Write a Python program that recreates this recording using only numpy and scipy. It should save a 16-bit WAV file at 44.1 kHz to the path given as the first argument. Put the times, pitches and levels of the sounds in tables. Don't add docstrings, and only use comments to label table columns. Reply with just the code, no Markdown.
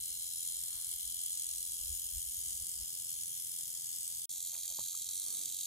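import sys
import numpy as np
from scipy import signal
from scipy.fft import rfft, irfft, next_fast_len
from scipy.io import wavfile
from scipy.ndimage import uniform_filter1d, map_coordinates

SR = 44100
rng = np.random.default_rng(int(sys.argv[2]) if len(sys.argv) > 2 else 0)


def store_pcm(level_fs):
    pcm = np.round(np.clip(level_fs, -1, 1) * 32767).astype(np.int16)
    wavfile.write(sys.argv[1], SR, np.atleast_2d(pcm).T)


N = 249782

# (start [s], end [s])
DROPOUT = (4.256, 4.293)


def amp(db):
    return 10 ** (np.asarray(db) / 20)


def unit(x):
    return x / np.sqrt(np.mean(x ** 2) + 1e-20)


def along(points, hz):
    f, value = np.transpose(points)
    return np.interp(np.log(hz + 1), np.log(f + 1), value)


def clock():
    return np.arange(N) / SR


def curve(rows):
    return np.interp(clock(), *np.transpose(rows))


def wobble(rate):
    return map_coordinates(rng.standard_normal(int(N * rate / SR) + 4), [clock() * rate])


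def swell(s, length):
    return np.exp(-(2 * (clock() - s) / length) ** 2)


def filtered(x, response):
    size = next_fast_len(N + 8192)
    return irfft(rfft(x, size) * response(np.fft.rfftfreq(size, 1 / SR)), size)[..., :N]


def stereo_noise(side_db):
    mid, side = rng.standard_normal((2, N))
    return np.array([mid + amp(side_db) * side, mid - amp(side_db) * side])


def collisions(swing, heft, scatter_swings=.017, lurch_swings=.009):
    # (place in the cycle [swings], deep [dB], middle [dB], top [dB])
    contacts = [(-.175, -3, -5, -7.5), (-.125, 2, -.5, -3), (-.08, 2.5, 0, -1.5), (-.025, -1, -1.5, -1.5),
                (.045, -4, -.5, 1.5), (.1, -8, -6, -7), (.32, -8, -8, -5), (.41, -3, -2, -5),
                (.47, -2.5, -4.5, -6.5), (.545, -5, -3.5, -.5), (.605, -2, -2.5, -1.5)]
    click_spread_db, colour_spread_db, swing_spread_db = 1.8, 1.5, .6
    phase = np.cumsum(curve(swing)) / SR
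    phase -= phase[round(swing[0][0] * SR)]
    cycle = np.arange(int(phase[0]) - 1, int(phase[-1]) + 2)[:, None]
    place, deep_db, middle_db, top_db = np.transpose(contacts)
    shape = (len(cycle), len(place))
    hit_phase = cycle + place + lurch_swings * rng.standard_normal(cycle.shape)
    hit_phase += scatter_swings * rng.standard_normal(shape)
    click_db = click_spread_db * rng.standard_normal(shape)
    colour_db = colour_spread_db * rng.standard_normal((3, *shape))
    accent_db = np.array([heft * deep_db, middle_db, top_db])[:, None]
    force = amp(accent_db + click_db + colour_db)
    swing_force = amp(swing_spread_db * rng.standard_normal(cycle.shape))
    force *= swing_force / np.linalg.norm(force, axis=2, keepdims=True)
    return np.searchsorted(phase, hit_phase), force * (hit_phase > phase[0])


def clatter(hit_samples, force, t60, rock_db, rock_t60=.18, rise_s=.0007, drift_swings=14):
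    t = np.arange(SR // 180) / SR
    noise = rng.standard_normal((3, *force.shape, len(t)))
    ring = uniform_filter1d(noise, drift_swings, axis=1, mode="wrap")
    ring *= amp(-60 * t / t60) * (1 - np.exp(-t / rise_s))
    ring *= force[..., None] / np.linalg.norm(ring, axis=3, keepdims=True)
    at = (hit_samples[..., None] + np.arange(len(t))).ravel()
    cracks = unit(np.array([np.bincount(at, voicing.ravel(), N)[:N] for voicing in ring]))
    rock_decay = amp(-60 * clock()[:SR // 8] / rock_t60)
    rock_power = np.abs(signal.fftconvolve(cracks[0] ** 2, rock_decay ** 2)[:N])
    scattered = unit(np.sqrt(rock_power) * rng.standard_normal((3, N)))
    return unit(cracks + amp(rock_db) * scattered)


def twisting(x, depth_db=1.8, size=512):
    spectra = signal.stft(x, nperseg=size)[2]
    drift = rng.standard_normal(spectra.shape[1:])
    drift = uniform_filter1d(drift, size=2, axis=0)
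    drift = uniform_filter1d(drift, size=70, axis=1)
    return signal.istft(spectra * amp(depth_db * unit(drift)), nperseg=size)[1][:, :N]


def ringing(x, colour_db, size=2048):
    gain = amp(colour_db(np.fft.rfftfreq(size, 1 / SR)))
    cepstrum = irfft(np.log(gain + 1e-6))
    cepstrum[1:size // 2] *= 2
    cepstrum[size // 2 + 1:] = 0
    impulse = irfft(np.exp(rfft(cepstrum)))
    return signal.fftconvolve(x, impulse[None], axes=1)[:, :N]


def segments(swing, shell, peaks, heft):
    # (from [Hz], to [Hz], t60 [s], scatter off the rock [dB])
    registers = [(100, 5200, .009, -.5), (5200, 10800, .005, -2), (10800, 22000, .0027, -3.5)]
    hit_samples, forces = collisions(swing, heft)
    cracks = np.zeros((3, N))
    for force, (lo, hi, t60, rock_db) in zip(forces, registers):
        band = lambda hz: np.sqrt(1 / (1 + (hz / hi) ** 14) - 1 / (1 + (hz / lo) ** 14))
        cracks += filtered(clatter(hit_samples, force, t60, rock_db), band)
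    bell = lambda hz, centre, width, db: db / (1 + (2 * (hz - centre) / width) ** 2)
    colour_db = lambda hz: along(shell, hz) + sum(bell(hz, *peak) for peak in peaks)
    return ringing(twisting(cracks), colour_db)


def spaced_ports(voicings, ports):
    f, balance_db, likeness, lead = np.transpose(ports)
    alike = lambda hz: np.interp(hz, f, likeness)
    common = filtered(voicings[0], lambda hz: np.sqrt(alike(hz)))
    separate = filtered(voicings[1:], lambda hz: np.sqrt(1 - alike(hz)))
    sides = np.array([[.5], [-.5]])
    gain = lambda hz: amp(sides * np.interp(hz, f, balance_db))
    phase_shift = lambda hz: np.exp(1j * sides * np.interp(hz, f, lead))
    return filtered(common + separate, lambda hz: gain(hz) * phase_shift(hz))


def stone_echoes(x, echo_db=-16, dull_hz=6000, t60=.03, delay_s=.002):
    t = np.arange(SR // 25) / SR
    echo = rng.standard_normal((2, len(t))) * amp(-60 * t / t60) * (t > delay_s)
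    wet = signal.fftconvolve(x, echo / np.linalg.norm(echo[0]), axes=1)[:, :N]
    return x + amp(echo_db) * filtered(wet, lambda hz: 1 / (1 + (hz / dull_hz) ** 4))


def rattle(voicings, vigour, ports, band_hz=4050, band_width_hz=500, body_hz=8000):
    buzz = unit(stone_echoes(spaced_ports(voicings, ports)))
    times, level_db, body_db, band_db = np.transpose(vigour)
    gain = lambda db: amp(np.interp(clock(), times, db))
    band = filtered(buzz, lambda hz: np.exp(-(2 * (hz - band_hz) / band_width_hz) ** 2))
    buzz += band * (gain(band_db) - 1)
    body = filtered(buzz, lambda hz: 1 / (1 + (hz / body_hz) ** 10))
    buzz += body * (gain(body_db) - 1)
    return buzz * gain(level_db)


def rattlesnake():
    # (time [s], rate [swings/s])
    swing_first = [(0.0119, 42.7), (0.35, 43.35), (0.71, 42.99), (1.06, 43.64), (1.42, 43.38),
                   (1.77, 43.49), (2.12, 43.2), (2.48, 43.07), (2.83, 42.56), (3.19, 42.32), (3.54, 42.69),
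                   (3.9, 42.67), (4.25, 42.88)]
    swing_second = [(4.3153, 44.68), (4.5, 43.37), (4.7, 43.9), (4.9, 44.12), (5.05, 43.5), (5.2, 47.1),
                    (5.35, 46.19), (5.5, 45.52), (5.66, 45.61)]
    # (frequency [Hz], gain [dB])
    shell_first = [(500, -38), (1500, -36.5), (2000, -30.5), (2600, -26.5), (3200, -15), (4700, -17),
                   (6000, -13), (7400, -7.5), (8400, 0.6), (9400, -3), (10900, -9), (12400, -5.5),
                   (13500, -9.5), (14500, -20), (15700, -20)]
    shell_second = [(500, -37.5), (1600, -47), (2200, -27.5), (2950, -26), (3250, -9), (4200, -12.5),
                    (5600, -11.5), (6500, -3.5), (7900, -1.5), (8750, 2.5), (9600, -6), (10800, -11),
                    (12600, -6), (14000, -10), (15700, -37)]
    # (centre [Hz], width [Hz], gain [dB])
    peaks_first = [(2460, 130, -6.3), (2900, 110, 3.0), (3190, 140, 3.5), (3340, 120, 1.8),
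                   (3540, 130, 3.3), (4070, 220, 4.9), (4390, 220, 4.2), (5010, 120, 5.4), (5320, 150, 7.8),
                   (5620, 110, 2.6), (6270, 130, 4.0), (6580, 160, 5.3), (6900, 220, 4.5),
                   (7240, 210, -2.4)]
    peaks_second = [(3290, 140, -2.2), (3570, 130, -7.2), (3940, 210, 6.2), (4330, 160, 3.8),
                    (4890, 110, -5.6), (5150, 140, 1.6), (5440, 90, -3.5), (6110, 110, -4.2),
                    (6350, 250, 2.7), (7870, 220, -3.2)]
    # (time [s], level [dB], gain below 8 kHz [dB], gain of the 4 kHz band [dB])
    vigour_first = [(0, -40, -0.5, 6.5), (.7, -39.5, 0, 0), (1.4, -39.3, -0.1, 0), (2.1, -39, -1, -2.5),
                    (2.8, -40, 0, -6), (3.5, -40, -0.1, -6), (4.25, -40, 0.6, -7)]
    vigour_second = [(4.3, -40.5, -.2, 0), (4.72, -40.5, -0.093, -.5), (4.84, -38.5, -.9, -1),
                     (5, -40.5, -.2, -1), (5.3, -39.5, 1, -1), (5.66, -39.5, -0.17, -.5)]
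    # (frequency [Hz], left over right [dB], likeness [0-1], left's lead [rad])
    ports_first = [(1200, 6.9, .17, .7), (2300, 10, .31, 2.6), (3200, 2.5, .55, 1.6), (3560, 1, .6, 2.3),
                   (4200, 4.5, .42, 3.6), (4550, 2, .45, 4.3), (4950, -1.5, .68, 4.5), (5300, 3, .68, 4.8),
                   (5700, 1.2, .51, 4.8), (6300, -1, .7, 7.2), (6950, 5, .72, 6.9), (7500, 1.9, .77, 4.9),
                   (8200, 1.4, .93, 4.0), (9000, 1.4, .93, 2.4), (10200, 0, .88, 0), (15700, 0, .8, -10.4)]
    ports_second = [(1200.0, -1.9, 0.95, 0.1), (2400.0, 2.5, 0.48, 0.4), (4000.0, -0.0, 0.99, 0.0),
                    (4700.0, -0.7, 0.72, 0.4), (5200.0, -2.8, 0.67, 1.5), (6000.0, -4.2, 0.69, 0.4),
                    (6600.0, -2.1, 0.87, 0.8), (7500.0, -1.7, 0.7, 1.2), (8200.0, -2.2, 0.82, 2.8),
                    (9000.0, -2.5, 0.93, 2.6), (10200, 0, 0.88, 0), (15700, 0, 0.8, -10.4)]
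    voicings = segments(swing_first, shell_first, peaks_first, heft=.5)
    first = rattle(voicings, vigour_first, ports_first)
    voicings = segments(swing_second, shell_second, peaks_second, heft=1.25)
    second = rattle(voicings, vigour_second, ports_second)
    return np.where(clock() < DROPOUT[0], first, second)


def breeze(eddy_db=2.5, eddies_per_s=13, puff_top_hz=86):
    # (time [s], level [dB])
    wind_level = [(0, -72), (.7, -70), (1, -66.5), (1.6, -69.5), (2.1, -68.5), (2.5, -66), (2.9, -72),
                  (3.2, -75), (3.8, -78), (5.66, -74)]
    # (time [s], length [s], level [dB])
    puffs = [(.77, .04, -65), (1.07, .05, -63), (1.83, .05, -57), (1.915, .09, -50), (2.165, .05, -46.5),
             (2.38, .035, -60), (2.53, .04, -60), (2.62, .04, -58.5), (2.825, .045, -62)]
    # (time [s], level [dB])
    air_level = [(0, -72), (1.8, -73), (2.7, -69), (4.2, -72), (4.4, -73), (5.66, -74.5)]
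    # (frequency [Hz], gain [dB])
    buffet_colour = [(20, -11.5), (40, -4), (60, 4.5), (85, -3), (130, -17), (300, -40), (1000, -85)]
    air_colour = [(25, -32), (70, 5), (130, 9.5), (200, 0), (350, -6.5), (700, -15.5), (1500, -16),
                  (4000, -14), (15000, -31)]
    buffet = unit(filtered(stereo_noise(side_db=-10.5), lambda hz: amp(along(buffet_colour, hz))))
    air = unit(filtered(stereo_noise(side_db=-7.5), lambda hz: amp(along(air_colour, hz))))
    deep = filtered(buffet, lambda hz: 1 / (1 + (hz / puff_top_hz) ** 6))
    push = deep / np.sqrt(uniform_filter1d(np.mean(deep ** 2, axis=0), size=SR // 30))
    flutter = amp(curve(wind_level)) * unit(amp(eddy_db * wobble(eddies_per_s)))
    puffing = sum(amp(db) * swell(s, length) for s, length, db in puffs)
    return flutter * buffet + puffing * push + amp(curve(air_level)) * air


def casing(pitch_hz, sharpness):
    gain = lambda hz: 1 / (1 + (sharpness * (hz / pitch_hz - pitch_hz / (hz + 1))) ** 2)
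    return unit(filtered(stereo_noise(side_db=-12), gain))


def handling(rise_s=.001):
    # (time [s], level [dB], pitch [Hz], t60 [s], roughness [0-1])
    knocks = [(4.549, -46, 2450, .012, .9), (4.549, -51, 1350, .012, .9), (4.558, -56, 800, .025, .7),
              (4.7875, -37.5, 900, .015, .6), (4.79, -48, 600, .02, .7), (4.79, -53, 380, .03, .7),
              (4.789, -56, 200, .08, .7), (4.807, -51, 1250, .014, .5), (4.807, -57, 800, .014, .5),
              (4.861, -59, 1600, .025, .5), (4.928, -59, 1300, .025, .5), (4.9455, -46.5, 1240, .02, .4)]
    # (time [s], length [s], level [dB], pitch [Hz])
    rubs = [(.11, .06, -78, 450), (.78, .25, -74, 1200), (4.365, .07, -75, 600), (4.535, .02, -68, 680),
            (4.57, .05, -70, 660), (4.652, .03, -68.5, 2000), (4.705, .07, -70.5, 640),
            (4.815, .05, -65, 110), (5.1, .05, -74, 1250), (5.36, .3, -71.5, 240), (5.35, .35, -74, 400),
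            (5.33, .35, -73.5, 1200)]
    t, out = clock(), np.zeros((2, N))
    for s, db, hz, t60, roughness in knocks:
        age = np.maximum(t - s, 0)
        ring = np.sin(2 * np.pi * hz * age) + roughness * casing(hz, sharpness=1.8)
        out += amp(db - 60 * age / t60) * (1 - np.exp(-age / rise_s)) * ring
    for s, length, db, hz in rubs:
        out += amp(db) * swell(s, length) * casing(hz, sharpness=1.1)
    return out


def scene():
    return rattlesnake() + breeze() + handling()


def record(dry):
    top_hz = 15780
    live = (clock() < DROPOUT[0]) | (clock() > DROPOUT[1])
    return filtered(dry * live, lambda hz: hz < top_hz)


dry = scene()
out = record(dry)
store_pcm(out)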